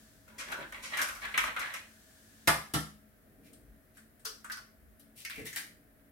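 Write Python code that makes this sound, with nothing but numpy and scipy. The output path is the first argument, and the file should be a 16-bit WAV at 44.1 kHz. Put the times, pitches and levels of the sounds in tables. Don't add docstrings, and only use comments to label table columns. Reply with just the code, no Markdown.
import sys
import numpy as np
from scipy import signal
from scipy.fft import rfft, irfft
from scipy.io import wavfile
from scipy.ndimage import uniform_filter1d

SR = 44100
rng = np.random.default_rng(int(sys.argv[2]) if len(sys.argv) > 2 else 0)


def transcribe(signal):
    frames = np.atleast_2d(signal).T
    limited = np.clip(frames, -1, 1)
    pcm = np.round(limited * 32767).astype(np.int16)
    wavfile.write(sys.argv[1], SR, pcm)


N = 269568

EDGE_HZ = 16300
RING_S = np.arange(19200) / SR
GIVE_S = 0.003

# frequency in Hz, correlation.
MIC_LIKENESS = [(60, 0.79), (250, 0.87), (550, 0.54), (1100, 0.013), (2200, 0.00062), (16000, -0.043)]
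# frequency in Hz, relative gain in dB.
EGG_CLACK_COLOUR = [(350, -41), (600, -9.5), (776, -6), (1010, 0), (1550, 3), (1740, -7), (1990, 0.5),
                    (2590, -2), (2880, -4), (4300, -8.5), (5000, -23), (6500, -41), (11000, -120)]
# frequency in Hz, relative gain in dB.
TICK_COLOUR = [(1500, -45), (3200, -6.5), (4500, 1), (5600, 4), (7000, 1), (9000, 0.5), (11000, 0),
               (13500, -2), (16000, -17)]
# frequency in Hz, relative gain in dB.
BOWL_COLOUR = [(60, -25.5), (140, -7.5), (210, -3.5), (285, 0.5), (390, -9), (560, 4.5), (750, -5),
               (1000, 6.5), (1600, -31)]
# frequency in Hz, relative gain in dB.
SHELL_COLOUR = [(1500, -37), (3000, 1), (5000, -0.5), (7000, -4), (9000, 0.5), (11000, -3), (13500, -3.5),
                (16000, -10.5)]
# frequency in Hz, relative gain in dB.
PLOP_COLOUR = [(30, -35), (55, -1), (80, -3), (140, -1.5), (210, -3), (285, 0), (380, -10), (450, -5),
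               (550, -17), (750, -17), (1200, -71), (2500, -100)]


def amp(db):
    return 10 ** (np.asarray(db) / 20)


def read(points, hz):
    f, value = np.transpose(points)
    return np.interp(np.log(hz + 1), np.log(f + 1), value)


def level(points):
    s, db = np.transpose(points)[:2]
    return amp(np.interp(np.arange(N) / SR, s, db, left=-np.inf, right=-np.inf))


def evened(x):
    return x / np.sqrt(np.mean(x ** 2) + 1e-20)


def peaked(x, size=660):
    power = uniform_filter1d((x ** 2).mean(0), size, mode="constant")
    return x / np.sqrt(power.max() + 1e-20)


def add(mix, s, sound):
    part = mix[:, round(s * SR):][:, :sound.shape[1]]
    part += sound[:, :part.shape[1]]


def bell(hz, centre_hz, width_hz):
    detuning = (hz ** 2 - centre_hz ** 2) / (width_hz * (hz + 1))
    return -10 * np.log10(1 + detuning ** 2)


def colour(x, shape, size=2048):
    gain_db = np.maximum(shape(abs(np.fft.fftfreq(size, 1 / SR))), -100)
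    log_gain = np.log(amp(gain_db))
    taps = np.fft.ifft(np.exp(np.conj(signal.hilbert(log_gain)))).real
    return signal.fftconvolve(x, taps[None], axes=1)[:, :x.shape[1]]


def diffuse(x):
    a, b = rfft(x)
    same = np.clip(read(MIC_LIKENESS, np.fft.rfftfreq(x.shape[1], 1 / SR)), -1, 1)
    return irfft([a, same * a + np.sqrt(1 - same ** 2) * b], x.shape[1])


def noise(spectrum):
    z = rfft(diffuse(rng.standard_normal((2, N))))
    gain = amp(read(spectrum, np.fft.rfftfreq(N, 1 / SR)))
    return evened(irfft(z * gain, N))


def kitchen(direct=0.067, bright=0.39, early_db=3, early_t60_s=0.1, t60_s=0.36):
    sparse = rng.standard_normal((2, len(RING_S))) * (rng.random((2, len(RING_S))) < 2000 / SR)
    near = evened(sparse) * amp(early_db - 60 * RING_S / early_t60_s)
    far = rng.standard_normal(sparse.shape) * amp(-60 * RING_S / t60_s)
    echoes = diffuse(near + far)
    echoes /= np.linalg.norm(echoes[0])
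    echoes[:, :2] += [direct + bright, -bright]
    return echoes


def whitened(x, size=160):
    power = uniform_filter1d((abs(rfft(x)) ** 2).mean(0), size)
    hz = np.fft.rfftfreq(x.shape[1], 1 / SR)
    return colour(x, lambda f: -10 * np.log10(np.interp(f, hz, power) + 1e-12), size=1024)


def fracture(rise_s, length_s=0.0082, per_s=5000, grit=0.2, sharp_s=0.002, give_share=0.17):
    t = RING_S[:len(RING_S) // 4] - GIVE_S
    rise_s = max(rise_s, 1e-4)
    since = np.maximum(t, 0)
    slips = rng.standard_normal(len(t)) * (rng.random(len(t)) < per_s / SR)
    build_up = give_share + 1 - np.exp(-since / rise_s)
    force = grit * slips * build_up * np.exp(-since / (length_s + rise_s))
    force[round((GIVE_S + min(rise_s, sharp_s)) * SR)] += np.exp(-rise_s / sharp_s)
    echoed = signal.fftconvolve(kitchen(), force[None], axes=1)
    return whitened(echoed[:, :len(RING_S)])


def ring(modes, rise_s):
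    out = np.zeros((2, len(RING_S)))
    for hz, db, t60_s in modes:
        apart = np.arccos(np.clip(read(MIC_LIKENESS, hz), -1, 1)) * rng.choice([-1, 1])
        phase = 2 * np.pi * rng.random() + np.array([[0], [apart]])
        out += amp(db - 60 * RING_S / t60_s) * np.sin(2 * np.pi * hz * RING_S + phase)
    return peaked(out * (1 - np.exp(-RING_S / rise_s)))


def swells(rows):
    peak_share, point = 0.39, 0.99
    out = np.zeros((1, N))
    skew = np.log(0.5) / np.log(peak_share)
    for start, length, db in rows:
        u = np.arange(0, length, 1 / SR) / length
        add(out, start, amp(db) * abs(np.sin(np.pi * u[None] ** skew)) ** point)
    return out[0]


def resonate(x, hz, width_hz):
    turn = np.exp(2j * np.pi * np.cumsum(hz) / SR)
    r = np.exp(-np.pi * width_hz / SR)
    low = signal.lfilter([(1 - r) ** 2], [1, -2 * r, r * r], x / turn + 1e-18)
    return 2 * (turn * low).real


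def crackle(sung_gain, broad_gain, hz, spectrum, per_s, width_hz, uneven_db=4.5):
    sizes = rng.choice([-1, 1], N) * amp(uneven_db * np.minimum(rng.exponential(1, N), 4))
    grains = (sizes * (rng.random(N) < per_s / SR))[None]
    sung = sung_gain * evened(resonate(grains, hz, width_hz))
    broad = broad_gain * evened(colour(grains, lambda f: read(spectrum, f)))
    return signal.oaconvolve(sung + broad, whitened(kitchen()), axes=1)[:, :N]


def still_air():
    # frequency in Hz, relative gain in dB.
    air_colour = [(20, -26), (35, -5), (60, -7), (90, -7), (130, -10.5), (220, -14), (330, -15.5),
                  (480, -19), (680, -20), (950, -29.5), (1350, -23.5), (1800, -21.5), (2700, -33.5),
                  (6500, -47), (11000, -29), (16000, -30)]
    return amp(-63.5) * noise(air_colour)


def hiss():
    # frequency in Hz, relative gain in dB.
    hiss_colour = [(410, -39), (700, -11), (1170, -10), (1750, 3), (1890, -8.5), (2660, -9.5), (3070, -7),
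                   (8880, -6.5), (16000, -14.5)]
    # time in seconds, level in dB.
    hiss_level = [(0, -62), (.3, -68.5), (1.0, -57.5), (1.95, -62.5), (2.4, -62.5), (2.7, -64.5),
                  (3.0, -76.5), (6.1, -78.5)]
    return level(hiss_level) * noise(hiss_colour)


def hum(waver_hz=5):
    # frequency in Hz, level in dB.
    tones = [(49, -78.5), (219, -69), (281, -74.5), (633, -75.5)]
    out = np.zeros((2, N))
    hz = np.fft.rfftfreq(N, 1 / SR)
    white = rfft(diffuse(rng.standard_normal((2, N))))
    for centre, db in tones:
        width = waver_hz * (1 + (centre / 250) ** 2)
        out += amp(db) * evened(irfft(white * amp(2 * bell(hz, centre, width)), N))
    return out


def rumble():
    # start in seconds, length in seconds, level in dB.
    rumble_swells = [(0.1, 1, -65.5), (.95, 0.8, -60), (3.35, 0.13, -65), (3.6, .2, -57.5),
                     (4.75, 0.3, -60)]
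    # frequency in Hz, relative gain in dB.
    rumble_colour = [(15, -44), (30, -9.5), (50, 10.5), (85, -6), (130, -20.5), (300, -37), (1000, -68.5)]
    return swells(rumble_swells) * noise(rumble_colour)


def finger_presses():
    # start in seconds, length in seconds, level in dB.
    presses = [(3.2, 0.66, -61.5), (5.46, 0.57, -67.5)]
    return swells(presses) * noise(PLOP_COLOUR)


def egg_drop(attack_s=0.016, hold_s=0.043, fade_db_per_s=196):
    # start in seconds, level in dB.
    lumps = [(5.366, -47.5), (5.425, -57)]
    gain = np.zeros(N)
    for s, db in lumps:
        t = np.arange(N) / SR - s
        fade_db = fade_db_per_s * np.maximum(t - hold_s, 0)
        gain += np.clip(t / attack_s, 0, 1) * amp(db - fade_db)
    return gain * noise(PLOP_COLOUR)


def egg_rolls(grating_trim_db=-3.5, scrape_trim_db=-4, bowl_trim_db=-4, bowl_ring_trim_db=-11,
              bowl_hz=290, rasp_trim_db=-20):
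    # start in seconds, length in seconds, grating in dB before trims,
    # first pitch in Hz, last pitch in Hz, bowl in dB before trims.
    rolls = [(0.25, 0.21, -61.5, 1430, 1700, -62.5), (0.464, 0.097, -36.5, 1707, 1350, -43),
             (0.555, 0.11, -42, 1480, 1650, -46), (0.716, .09, -43.5, 1900, 1900, -55),
             (0.807, 0.17, -46.5, 2070, 2150, -73), (0.899, 0.19, -34, 1820, 1450, -47),
             (1.13, 0.078, -48, 1370, 1280, -73), (1.204, .07, -35, 1650, 1630, -51.5),
             (1.263, 0.26, -40.5, 1560, 2100, -61.5), (1.444, 0.056, -35, 1710, 1650, -41.5),
             (1.551, 0.27, -39, 1480, 2000, -68)]
    t = np.arange(N) / SR
    gains = np.array([swells([row[:3]]) for row in rolls])
    glides = [np.interp(t, [start, start + length], [first, last])
              for start, length, _, first, last, _ in rolls]
    gain = gains.sum(0)
    hz = np.average(glides, axis=0, weights=gains + 1e-9)
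    push = swells([(start, length, bowl_db) for start, length, _, _, _, bowl_db in rolls])
    grating = crackle(amp(grating_trim_db) * gain, amp(scrape_trim_db) * gain, hz,
                      EGG_CLACK_COLOUR, per_s=330, width_hz=355)
    bowl = crackle(amp(bowl_ring_trim_db) * push, amp(bowl_trim_db) * push, np.full(N, bowl_hz),
                   BOWL_COLOUR, per_s=300, width_hz=580)
    rasp = amp(rasp_trim_db) * gain * noise(TICK_COLOUR)
    return grating + bowl + rasp


def egg_knocks(clack_trim_db=-2.5, tick_trim_db=-1, width_hz=1500, dull_db_per_s=900, tock_trim_db=-6):
    # time in seconds, clack in dB before trims, clack pitch in Hz,
    # shell tick in dB before trim, contact build-up in seconds.
    knocks = [(0.279, -56.5, 1440, -64, 0.0012), (0.383, -39, 2000, -43.5, 0.015),
              (0.5186, -40, 1290, -46, 0.0019), (0.7237, -43, 1800, -54, 0.00018),
              (0.827, -42, 2210, -45, 0.019), (0.971, -33, 1900, -39, 0.0014),
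              (0.9932, -31, 1560, -44, 0.00075), (1.016, -32, 1560, -32, 0.00096),
              (1.087, -37, 1450, -43.5, 0.00041), (1.15, -67, 1390, -50.5, 0.00053),
              (1.251, -42, 1780, -51.5, 0.0018), (1.3416, -31, 2120, -56, 0.00052),
              (1.3774, -22.5, 2030, -33, .0003), (1.439, -31.5, 1200, -43.5, 0.00096),
              (1.47, -34.5, 1570, -56, .002), (1.5636, -31, 1440, -52.5, .0006),
              (1.5936, -36, 1390, -43, 0.0018), (1.738, -38.5, 2110, -44, 0.0023)]
    typical_clack_db, typical_thud_db, thud_slope = -36, -50.5, 0.57
    out = np.zeros((2, N))
    for s, clack_db, hz, tick_db, rise_s in knocks:
        blow = fracture(rise_s, length_s=0.0039, grit=0.26)
        thud_db = typical_thud_db + thud_slope * (clack_db - typical_clack_db)
        clack = colour(blow, lambda f: read(EGG_CLACK_COLOUR, f) + bell(f, hz, width_hz))
        tick = colour(blow, lambda f: read(TICK_COLOUR, f) - dull_db_per_s * rise_s * (f / EDGE_HZ) ** 2)
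        thud = colour(blow, lambda f: read(BOWL_COLOUR, f))
        sound = amp(clack_db + clack_trim_db) * peaked(clack)
        sound += amp(tick_db + tick_trim_db) * peaked(tick)
        sound += amp(thud_db + clack_trim_db) * peaked(thud)
        add(out, s - GIVE_S, sound)
        tock_gain = amp(clack_db + tock_trim_db) * np.exp(-rise_s / 0.013)
        add(out, s, tock_gain * ring([(hz, 0, 0.018)], rise_s=0.001))
    return out


def tearing(hollow_trim_db=-4, fizz_trim_db=-3):
    # start in seconds, length in seconds, hollow in dB before trim, shell fizz in dB before trim.
    pulls = [(3.429, 0.078, -59, -57), (3.939, 0.066, -65, -57.5), (5.15, 0.091, -56, -48.5),
             (5.288, 0.05, -39.5, -51), (5.331, 0.12, -42.5, -49.5), (5.44, 0.068, -45.5, -43),
             (5.546, 0.048, -34.5, -33.5), (5.58, 0.073, -48, -74)]
    part_s, parting_s, closed_hz, open_hz = 5.324, 0.16, 2360, 1800
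    closed = np.exp(-np.maximum(np.arange(N) / SR - part_s, 0) / parting_s)
    hz = open_hz + (closed_hz - open_hz) * closed
    hollow = swells([(start, length, db + hollow_trim_db) for start, length, db, _ in pulls])
    fizz = swells([(start, length, db + fizz_trim_db) for start, length, _, db in pulls])
    return crackle(hollow, fizz, hz, SHELL_COLOUR, per_s=580, width_hz=700)


def shell_snaps(clack_trim_db=-3, tick_trim_db=-1, width_share=0.42, tick_share=0.56, fizz_floor_db=-9,
                tock_trim_db=-8, tock_t60_s=0.015, rise_s=0.0007):
    # time in seconds, clack in dB before trims, clack pitch in Hz,
    # shell tick in dB before trim, tick pitch in Hz.
    snaps = [(3.5312, -81, 1470, -56.5, 9050), (3.970, -55, 1580, -58, 8500), (4.195, -70, 1720, -64, 8600),
             (4.252, -41, 1370, -36, 5300), (4.4444, -43, 1390, -50.5, 7800),
             (4.4988, -35.5, 1560, -52, 5030), (4.5173, -67, 1360, -40.5, 5100),
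             (4.572, -45, 1420, -51.5, 5050), (4.996, -74, 1770, -57.5, 11700),
             (5.162, -72, 2260, -59, 10700), (5.2494, -38.5, 2150, -42, 5340),
             (5.2982, -44, 1650, -44.5, 3650), (5.5292, -46.5, 1900, -47, 6560)]
    base_grit, grit_slope = 0.27, 0.21
    out = np.zeros((2, N))
    for s, clack_db, hz, tick_db, tick_hz in snaps:
        grit = base_grit * amp(grit_slope * (tick_db - clack_db))
        blow = fracture(rise_s, length_s=0.0066, grit=grit)
        clack = colour(blow, lambda f: 2 * bell(f, hz, width_share * hz))

        def piece(f):
            peak_db = 2 * bell(f, tick_hz, tick_share * tick_hz)
            return read(SHELL_COLOUR, f) + np.maximum(peak_db, fizz_floor_db)

        sound = amp(clack_db + clack_trim_db) * peaked(clack)
        sound += amp(tick_db + tick_trim_db) * peaked(colour(blow, piece))
        add(out, s - GIVE_S, sound)
        add(out, s, amp(clack_db + tock_trim_db) * ring([(hz, 0, tock_t60_s)], rise_s=0.00083))
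    return out


def hollow_thuds(trim_db=-3):
    # time in seconds, level in dB before trim.
    thuds = [(4.252, -51.5), (5.38, -46.5)]
    out = np.zeros((2, N))
    for s, db in thuds:
        thud = colour(fracture(0.002), lambda f: 2 * bell(f, 462, 103))
        add(out, s - GIVE_S, amp(db + trim_db) * peaked(thud))
    return out


def rim_taps(rattle_trim_db=-10):
    # time in seconds, clack in dB, crunch in dB, thump in dB, rim ring in dB,
    # crush build-up in seconds.
    taps = [(2.4735, -17.5, -21, -33, -29.5, 0.0012), (2.7369, -28.5, -28.5, -31.5, -41.5, 0.002)]
    # frequency in Hz, relative level in dB,
    # t60 in seconds.
    rim_modes = [(680, 9, 0.23), (875, 7.5, .25), (945, -28, 0.21), (1045, 0, 0.36), (1176, -8, .3),
                 (1260, -3.5, 0.13), (1210, -2.5, 0.34), (1420, -12.5, .28), (1470, -16.5, .22),
                 (1445, -6, .26), (1710, -15, .2), (1794, -0.5, 0.18), (1675, -15, 0.074),
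                 (1750, -6.5, .26), (2140, -29, 0.14), (2400, -9.5, .25), (2835, -33.5, 0.37),
                 (2820, -18, 0.22)]
    machine_modes = [(71.4, -10.5, 0.49), (126, -1, 0.18), (155.6, -0.5, 0.37), (210, -15, 0.83),
                     (287, -4.5, .25), (314, -0.5, 0.2)]
    # frequency in Hz, relative gain in dB.
    clack_colour = [(150, -19), (280, -20.5), (420, -22.5), (600, -16), (800, -13), (1050, -11.5),
                    (1270, 0), (1500, -5.5), (1850, -6.5), (2400, -8.5), (3200, -14), (4500, -34.5),
                    (9000, -72.5)]
    crunch_colour = [(700, -30.5), (1500, 7.5), (2100, -0.5), (3000, 5), (4400, -5.5), (5400, -2.5),
                     (6500, -9), (8500, -5.5), (10600, -4.5), (13000, -9), (16000, -22.5)]
    out = np.zeros((2, N))
    for s, clack_db, crunch_db, thump_db, rim_db, rise_s in taps:
        blow = fracture(rise_s, length_s=0.0056, per_s=3900, grit=0.58, give_share=0.01)
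        clack = colour(blow, lambda f: read(clack_colour, f))
        crunch = colour(blow, lambda f: read(crunch_colour, f))
        rattle = colour(blow, lambda f: bell(f, 300, 320))
        sound = amp(clack_db) * peaked(clack) + amp(crunch_db) * peaked(crunch)
        sound += amp(thump_db + rattle_trim_db) * peaked(rattle)
        add(out, s - GIVE_S, sound)
        thump = amp(thump_db) * ring(machine_modes, rise_s=0.0057)
        add(out, s, thump + amp(rim_db) * ring(rim_modes, rise_s=0.008))
    return out


def scene():
    room = still_air() + hiss() + hum() + rumble()
    soft = finger_presses() + egg_drop()
    eggs = egg_rolls() + egg_knocks()
    opening = tearing() + shell_snaps() + hollow_thuds()
    return room + soft + eggs + opening + rim_taps()


def record(dry):
    # frequency in Hz, left minus right in dB.
    tilt = [(60, 1.5), (300, .5), (1100, 1), (2000, -0.6), (4000, -1.5), (6000, 3), (8500, 11.5),
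            (11000, 5), (15000, 1.5)]
    low_cut_hz = 36
    hz = np.fft.rfftfreq(N, 1 / SR)
    half_db = read(tilt, hz) / 2
    sides = amp([half_db, -half_db])
    sides = sides / np.sqrt((sides ** 2).mean(0))
    bass = hz ** 2 / np.hypot(hz ** 2, low_cut_hz ** 2)
    heard = irfft(rfft(dry) * bass * sides, N)
    low_pass = signal.firwin(401, EDGE_HZ, window=("kaiser", 8), fs=SR)
    return signal.oaconvolve(heard, low_pass[None], "same")


dry = scene()
out = record(dry)
transcribe(out)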